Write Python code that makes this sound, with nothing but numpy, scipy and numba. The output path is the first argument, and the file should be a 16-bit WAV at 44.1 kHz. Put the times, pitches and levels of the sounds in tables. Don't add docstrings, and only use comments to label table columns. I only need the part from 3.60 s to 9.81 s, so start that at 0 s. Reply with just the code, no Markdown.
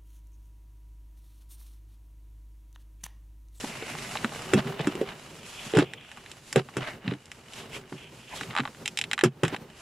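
import sys
import numpy as np
from scipy import signal
from scipy.fft import rfft, irfft, next_fast_len
from scipy.io import wavfile
from scipy.ndimage import uniform_filter1d
from numba import njit

SR = 44100
rng = np.random.default_rng(int(sys.argv[2]) if len(sys.argv) > 2 else 0)


def transcribe(u):
    v = np.clip(np.atleast_2d(u).T, -1, 1)
    q = np.round(v * 32767).astype(np.int16)
    wavfile.write(sys.argv[1], SR, q)


N = 273861


def undb(db):
    return 10 ** (np.asarray(db) / 20)


def unit(x):
    return x / np.sqrt(np.mean(x ** 2))


def colour(x, spectrum):
    size = next_fast_len(x.shape[-1])
    hz, db = np.transpose(spectrum)
    gain = undb(np.interp(np.log(np.fft.rfftfreq(size, 1 / SR) + 1), np.log(hz), db))
    return irfft(rfft(x, size) * gain, size)[..., :x.shape[-1]]


def minimum_phase(gain):
    cepstrum = irfft(np.log(gain + 1e-6))
    half = len(cepstrum) // 2
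    cepstrum[1:half] *= 2
    cepstrum[half + 1:] = 0
    return np.exp(rfft(cepstrum))


def wander(rate_hz):
    hold = int(SR / rate_hz)
    steps = np.repeat(rng.standard_normal(N // hold + 1), hold)
    return 1.2 * uniform_filter1d(steps, hold)[:N]


def add(out, start, sound):
    i = int(start * SR)
    out[:, i:i + sound.shape[1]] += sound[:, :N - i]


def swell_levels(events, *rest_db):
    attack, release, edge_db = 0.53, 0.45, 8
    t, power = np.arange(N) / SR, undb(2 * np.array(rest_db))
    for start, duration, *levels_db in events:
        along = (t - start) / duration
        off_peak = np.maximum(0, np.maximum(1 - along / attack, 1 - (1 - along) / release))
        drop_db = np.minimum(edge_db * off_peak ** 2, 99)
        power = power + undb(2 * (np.array(levels_db)[:, None] - drop_db))
    return 10 * np.log10(power)


# f/Hz, level/dB
SIDE_SPECTRUM = [(60, -51), (300, -17), (1300, -7.5), (2400, -9.5), (6000, -5.5)]
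def stereo(mid, other):
    side = colour(other, SIDE_SPECTRUM)
    return np.array([mid + side, mid - side])


# f/Hz, level/dB
RUB_SPECTRUM = [(290, -15.5), (500, -15), (611, 2), (1270, -3), (2780, -10.5), (3570, -9.5), (5500, -20.5),
                (7150, -30), (12100, -120)]
SHEEN_SPECTRUM = [(1200, 6), (2200, 5.5), (2550, 5), (2950, 10), (3350, -6), (3900, -3), (6000, -56)]
HISS_SPECTRUM = [(3000, 0.5), (5200, -0.5), (6300, -2), (7500, -0.5), (8800, -6.5), (10500, -5.5),
                 (12500, -13.5), (15000, -39)]
# t/s, rub drive/dB, hiss level/dB, grip rumble level/dB
SHIFTING = [(0, -46, -45.5, -47), (0.45, -42, -43, -45), (0.88, -41.5, -44.5, -41.5), (1.0, -40, -52, -33),
            (1.35, -40.5, -52.5, -44), (1.6, -48, -56.5, -51.5), (1.78, -54, -51, -49),
            (2.07, -44, -40, -62.5), (2.3, -58, -68, -47.5), (2.45, -50, -58, -57),
            (2.9, -57.5, -53.5, -54), (3.3, -43.5, -53, -44.5), (3.4, -56, -73, -49),
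            (3.62, -57.5, -58, -58), (3.9, -53.5, -57, -57.5), (4.68, -55, -57.5, -51),
            (4.95, -42.5, -57, -44), (5.12, -57.5, -55, -51.5), (5.5, -70, -61, -46.5),
            (5.75, -59, -69, -50.5), (6.03, -59.5, -76, -45), (6.21, -47, -49.5, -63.5)]
# t/s, duration/s, rub drive/dB, hiss level/dB
SLEEVE_SWIPES = [(0.963, 0.045, -30.5, -43), (1.062, 0.029, -36.5, -60), (1.18, 0.077, -35.5, -63),
                 (1.473, 0.047, -37.5, -52), (1.85, 0.036, -63, -47), (2.158, 0.076, -27, -44),
                 (2.96, 0.049, -30, -41), (3.175, 0.14, -36, -55.5), (3.433, 0.13, -43, -64),
                 (3.927, 0.14, -45, -50.5), (4.111, 0.072, -43.5, -45), (4.36, 0.12, -55, -58),
                 (4.69, 0.19, -55, -46.5), (4.75, 0.031, -66, -38.5), (5.638, 0.04, -29.5, -64),
                 (5.845, 0.084, -38, -54), (5.921, 0.033, -32.5, -48)]
def nylon(rest_rub_db, rest_hiss_db):
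    snaps_per_s, snap_t60_s = 110, 0.014
    rub_db, hiss_db = swell_levels(SLEEVE_SWIPES, rest_rub_db, rest_hiss_db)
    onsets = rng.random(N) < snaps_per_s / SR
    snap_db = np.minimum(3 * rng.exponential(size=N), 7) - 1
    snaps = signal.lfilter([1], [1, -undb(-60 / (snap_t60_s * SR))], onsets * undb(snap_db))
    flicker = undb(1.2 * wander(45))
    drag_db = rub_db + 0.56 * (rub_db + 44.5) - 7
    out = 0
    for spectrum, level_db, crinkle in ((RUB_SPECTRUM, drag_db, 1.5),
                                        (SHEEN_SPECTRUM, rub_db - 3, 1.2),
                                        (HISS_SPECTRUM, hiss_db + 2.2 * wander(14), .3)):
        friction = rng.standard_normal((2, N)) * (flicker + crinkle * snaps)
        mid, other = colour(friction, spectrum)
        out = out + stereo(mid, other) / np.std(mid) * undb(level_db)
    return out


# t/s, duration/s, level/dB, whistle f/Hz
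SLEEVE_GLIDES = [(0.0, 0.57, -45.5, 2440), (1.85, 0.65, -46.5, 3000), (3.212, 0.12, -42, 1970),
                 (3.92, 0.15, -49.5, 3430), (4.123, 0.058, -42, 2920), (4.38, 0.11, -48, 2950),
                 (4.584, 0.23, -53.5, 3000), (4.71, 0.046, -43, 910), (4.712, 0.035, -40.5, 2310),
                 (4.75, 0.094, -43.5, 3330)]
# ratio to whistle frequency, level/dB
WHISTLE_BAND = [(.6, -13), (.85, 2), (1.15, -0.5), (1.42, -41)]
def weave_whistle():
    out, silence_db = 0, np.full(N, -150.)
    for start, duration, level_db, hz in SLEEVE_GLIDES:
        friction = rng.standard_normal((2, N)) * undb(2.5 * wander(90))
        mid, other = colour(friction, [(ratio * hz, db) for ratio, db in WHISTLE_BAND])
        envelope = undb(swell_levels([(start, duration, level_db)], silence_db))
        out = out + stereo(mid, other) / np.std(mid) * envelope
    return out


# f/Hz, base level/dB, T60/s
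BODY_MODES = [(135.6, -8, 0.13), (157.8, 2.5, 0.058), (225, 5, 0.051), (307.6, 2.5, 0.034),
              (373, 5.5, 0.048), (436, 0, 0.053), (514, -2, 0.067), (750, 2.5, 0.093)]
def body_rumble(force):
    rumble = 0
    for hz, mode_db, t60 in BODY_MODES:
        radius = undb(-60 / (t60 * SR))
        poles = [1, -2 * radius * np.cos(2 * np.pi * hz / SR), radius ** 2]
        ring = signal.lfilter([1, -1], poles, force)
        rumble = rumble + undb(mode_db - 9.1 * np.log2(hz / 200)) * unit(ring)
    return stereo(*unit(rumble))


# t/s, duration/s, rumble level/dB, cavity hum level/dB
GRIP_SQUEEZES = [(0.958, 0.23, -56, -36), (1.291, 0.21, -40, -45), (2.203, 0.209, -42.5, -80),
                 (3.959, 0.25, -48.5, -54.5), (4.773, 0.12, -58, -51), (5.852, 0.15, -41.5, -56)]
def cavity_hum(force):
    rest_hz, rise_hz_per_s, t60 = 374., 140, 0.22
    t, hz = np.arange(N) / SR, np.full(N, rest_hz)
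    for start, duration, *_ in GRIP_SQUEEZES:
        hz += rise_hz_per_s * (t - start) * (t > start) * (t < start + duration)
    carrier = np.exp(2j * np.pi * np.cumsum(hz) / SR)
    radius = undb(-60 / (t60 * SR))
    steady = np.std(force) / np.sqrt(1 - radius ** 2) * np.array([[1], [0]])
    driven = signal.lfilter([1], [1, -radius], force / carrier)
    return stereo(*unit(np.real(carrier * (steady + driven))))


def grip(rest_rumble_db):
    rest_hum_db = np.full(N, -73.5)
    rumble_db, hum_db = swell_levels(GRIP_SQUEEZES, rest_rumble_db, rest_hum_db)
    force = rng.standard_normal((2, N)) * undb(3 * wander(25))
    return body_rumble(force) * undb(rumble_db) + cavity_hum(force) * undb(hum_db)


# f/Hz, relative level/dB
FLOOR_SPECTRUM = [(15, -55), (33, -17), (55, 26), (139, 24.5), (673, -20), (879, 16), (1630, -38),
                  (3010, -22), (4620, -40), (10900, -39), (13500, -68.5), (15000, -75)]
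def steady_floor(level_db=-62):
    noise = colour(rng.standard_normal((2, N)), FLOOR_SPECTRUM)
    return stereo(*unit(noise)) * undb(level_db)


# t/s, peak level/dB, main ring f/Hz, deep mode gain/dB, scrape time constant/s
BODY_BUMPS = [(0.037, -24.5, 273, -37, 0.00066), (0.222, -29, 450, -26, 0.0031),
              (0.643, -19.5, 228, -24, 0.0075), (0.933, -7, 381.6, -5.5, 0.042),
              (0.942, -8, 212, -4, 0.044), (1.052, -21, 230, 0, 0.068), (1.196, -17.5, 425, 4, 0.0081),
              (1.271, -8.5, 301, -18, 0.011), (1.351, -22, 317, -24, 0.02), (1.412, -10, 432, -39, 0.0088),
              (2.062, -31.5, 214, -6, 0.012), (2.136, -14.5, 432, -34, 0.023), (2.163, -5, 364, 3.5, 0.012),
              (2.181, -1, 298, -9, 0.013), (2.22, -9, 419, -1, 0.01), (2.958, -6.5, 394, -13, 0.016),
              (2.965, -9.5, 211, -1, 0.014), (3.166, -15.5, 363, -0.5, 0.034),
              (3.446, -32.5, 191, -28, 0.053), (3.475, -18, 178, 2, 0.035), (3.517, -19.5, 286, -21, 0.02),
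              (4.321, -28, 295, -5, 0.025), (4.814, -33, 267, -9, 0.016), (4.882, -31, 176, 1.5, 0.0091),
              (4.994, -19, 260.6, -7, 0.019), (5.634, -3.5, 366, -15, 0.014), (5.646, -8, 229, 2, 0.015),
              (5.831, -9, 356, 0, 0.019), (5.925, -19.5, 290, -6.5, 0.0058)]
def bumps(deep_below_hz=170):
    out, t = np.zeros((2, N)), np.arange(8192) / SR
    hz, mode_db, t60 = np.transpose(BODY_MODES)[:, :, None]
    build_up = 1 - np.exp(-t * hz / 1.01)
    for start, peak_db, ring_hz, deep_db, scrape_s in BODY_BUMPS:
        octaves_off = np.abs(np.log2(hz / ring_hz))
        weight_db = mode_db + np.where(hz < deep_below_hz, deep_db, -29 * octaves_off)
        detune = 1 + .012 * rng.standard_normal((len(hz), 1))
        nearest = np.argmin(np.abs(hz - ring_hz))
        detune[nearest], weight_db[nearest] = ring_hz / hz[nearest], 3
        envelopes = build_up * undb(weight_db - 60 * t / t60)
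        ring = np.sum(envelopes * np.sin(2 * np.pi * hz * detune * t), axis=0)
        force = .04 * rng.standard_normal((2, 2048)) * np.exp(-t[:2048] / max(scrape_s, .001))
        force[0, 0] = 1
        mid, other = signal.fftconvolve(force, ring[None], axes=1)
        add(out, start + 0.0012, stereo(mid, other) * undb(peak_db) / np.abs(mid).max())
    return signal.sosfilt(signal.butter(4, 100, "high", fs=SR, output="sos"), out)


# f/Hz, bandwidth/Hz, level/dB
SHELL_RESONANCES = [(1200, 250, 2), (2030, 1900, -2.5), (2470, 370, 5), (3090, 380, 4.5), (3950, 880, 10),
                    (5290, 1560, 10), (7350, 920, 9), (10100, 3500, 5.5)]
# t/s, midband peak level/dB, centre f/Hz, relative treble/dB
JOINT_TICKS = [(0.042, -29, 674, -23), (0.224, -25.5, 1450, -13), (0.351, -27, 770, -26),
               (0.386, -23.5, 1940, -20), (0.448, -26, 1500, -13), (0.513, -39, 1180, -24),
               (0.554, -18.5, 815, -28), (0.571, -17.5, 2370, -22), (0.645, -9, 1360, -17),
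               (0.721, -27, 764, -28), (0.82, -28, 1240, -0.5), (0.935, -3.5, 1540, -10),
               (1.072, -21.5, 1290, -17), (1.193, -20.5, 1270, -17), (1.211, -23, 2900, -8),
               (1.271, -13.5, 1340, -9.5), (1.353, -23.5, 2500, -4.5), (1.413, -23, 1880, -11),
               (2.136, -22, 1850, -20), (2.151, -17, 1960, -10), (2.17, -9, 1310, -9),
               (2.187, -3.5, 1390, -9.5), (2.198, -20, 1020, -13), (2.335, -16.5, 1970, -10.5),
               (2.41, -33.5, 1900, -11), (2.515, -27, 1680, -10.5), (2.572, -32.5, 1100, -11),
               (2.661, -30.5, 2020, -20), (2.715, -28, 2920, -3), (2.927, -17.5, 1920, -1),
               (2.959, -7.5, 1460, -9.5), (3.087, -26.5, 1090, -29), (3.168, -14.5, 1430, -9),
               (3.478, -16.5, 2040, -29), (3.511, -23, 1440, -26), (3.522, -27, 1380, -26),
               (3.537, -26, 1760, -16), (3.656, -42, 3320, 4), (3.716, -24.5, 1980, -7),
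               (3.934, -28.5, 2830, -4), (4.325, -29, 1170, -30), (4.81, -17.5, 1660, -14),
               (4.833, -22.5, 1800, -17), (4.907, -25, 2180, -21), (4.931, -32, 1220, -32),
               (4.938, -30, 1200, -25), (4.951, -19, 1180, -15), (4.964, -10.5, 1300, -21),
               (4.975, -11.5, 1350, -19), (4.985, -10, 1300, -18), (4.996, -14.5, 1240, -20),
               (5.002, -11.5, 1620, -20), (5.035, -29, 1180, -24), (5.053, -16.5, 1140, -30),
               (5.075, -22, 1170, -21), (5.147, -34, 1500, -12), (5.255, -28, 2360, -15),
               (5.258, -14, 2450, -8), (5.277, -12, 2520, -5.5), (5.373, -12, 2700, -5.5),
               (5.388, -9.5, 2460, -5.5), (5.413, -9.5, 2420, -9), (5.416, -30, 2500, -14),
               (5.439, -14, 2420, -12), (5.513, -10, 2040, -15), (5.532, -7.5, 2000, -8),
               (5.578, -14.5, 1220, -17), (5.59, -9, 1700, -15), (5.61, -12, 1710, -16),
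               (5.637, -3.5, 1300, -3.5), (5.646, -17.5, 1380, -15), (5.834, -9, 1260, -9.5),
               (5.85, -12, 1600, -11), (5.88, -15, 1950, -6), (5.963, -19.5, 1870, -13.5),
               (6.1, -37.5, 2450, -8)]
def ticks():
    creep_s, shared = .0018, .6
    jolt_s, jolt_db = .02, -16.5
    out, t = np.zeros((2, N)), np.arange(4096) / SR
    hz = np.fft.rfftfreq(4096, 1 / SR) + 1
    shell = undb(sum(db / (1 + (2 * (hz - f) / width) ** 2) for f, width, db in SHELL_RESONANCES))
    treble_response = minimum_phase(shell / (1 + (4200 / hz) ** 8) / (1 + (hz / 10500) ** 8))
    panel = undb(-8) / (1 + ((hz - 833) / 90) ** 2)
    joint = rng.standard_normal(4096) * [[1], [0]]
    for start, peak_db, centre_hz, treble_db in JOINT_TICKS:
        jolted = any(-.002 < start - when < jolt_s and db > jolt_db for when, db, *_ in BODY_BUMPS)
        t60, low_cut_ratio = (0.07, 0.46) if jolted else (0.039, 0.4)
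        band = undb(-12.5 * np.abs(np.log2(hz / centre_hz)))
        band /= (1 + (hz / 3800) ** 5) * (1 + (low_cut_ratio * centre_hz / hz) ** 6)
        rattle = shared * joint + np.sqrt(1 - shared ** 2) * rng.standard_normal((2, 4096))
        rattle *= np.minimum(t / creep_s, 1) ** 2 * undb(-60 * t / t60)
        rattle[0, int(creep_s * SR)] = -8.5
        midband = irfft(rfft(rattle) * minimum_phase((band + panel) * shell))
        treble = irfft(rfft(rattle) * treble_response)
        tick = midband / np.abs(midband[0]).max() + undb(treble_db) * treble / np.abs(treble[0]).max()
        if jolted:
            tick[0] += loose_part(t)
        add(out, start - creep_s / 2, stereo(*tick) * undb(peak_db))
    return out


# f/Hz, level relative to the tick/dB, T60/s
LOOSE_MODES = [(2650, -16, 0.083), (3310, -22.5, 0.088)]
def loose_part(t, rise_s=0.01):
    ring = sum(undb(db - 60 * t / t60) * np.sin(2 * np.pi * hz * t) for hz, db, t60 in LOOSE_MODES)
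    return np.minimum(t / rise_s, 1) * ring


def scene():
    times, *levels = np.transpose(SHIFTING)
    rub_db, hiss_db, rumble_db = [np.interp(np.arange(N) / SR, times, db) for db in levels]
    return steady_floor() + grip(rumble_db) + nylon(rub_db, hiss_db) + bumps() + ticks() + weave_whistle()


@njit
def follow(x, attack_s, release_s):
    level, envelope = 0., np.empty(len(x))
    for i in range(len(x)):
        level += (x[i] - level) / (SR * (attack_s if x[i] > level else release_s))
        envelope[i] = level
    return envelope


def record(dry):
    threshold_db, right_bias_db, ceiling, cutoff_hz = -31.5, 0.8, .7, 15600
    envelope = follow(np.abs(dry).mean(axis=0), attack_s=0.0072, release_s=.14)
    gain = np.minimum(1, (undb(threshold_db) / (envelope + 1e-9)) ** 0.24)
    ducked = dry * gain * undb([[-right_bias_db / 2], [right_bias_db / 2]])
    rounded = ceiling * np.tanh(ducked / ceiling)
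    return signal.sosfilt(signal.ellip(12, .2, 70, cutoff_hz, fs=SR, output="sos"), rounded)


dry = scene()
out = record(dry)
transcribe(out)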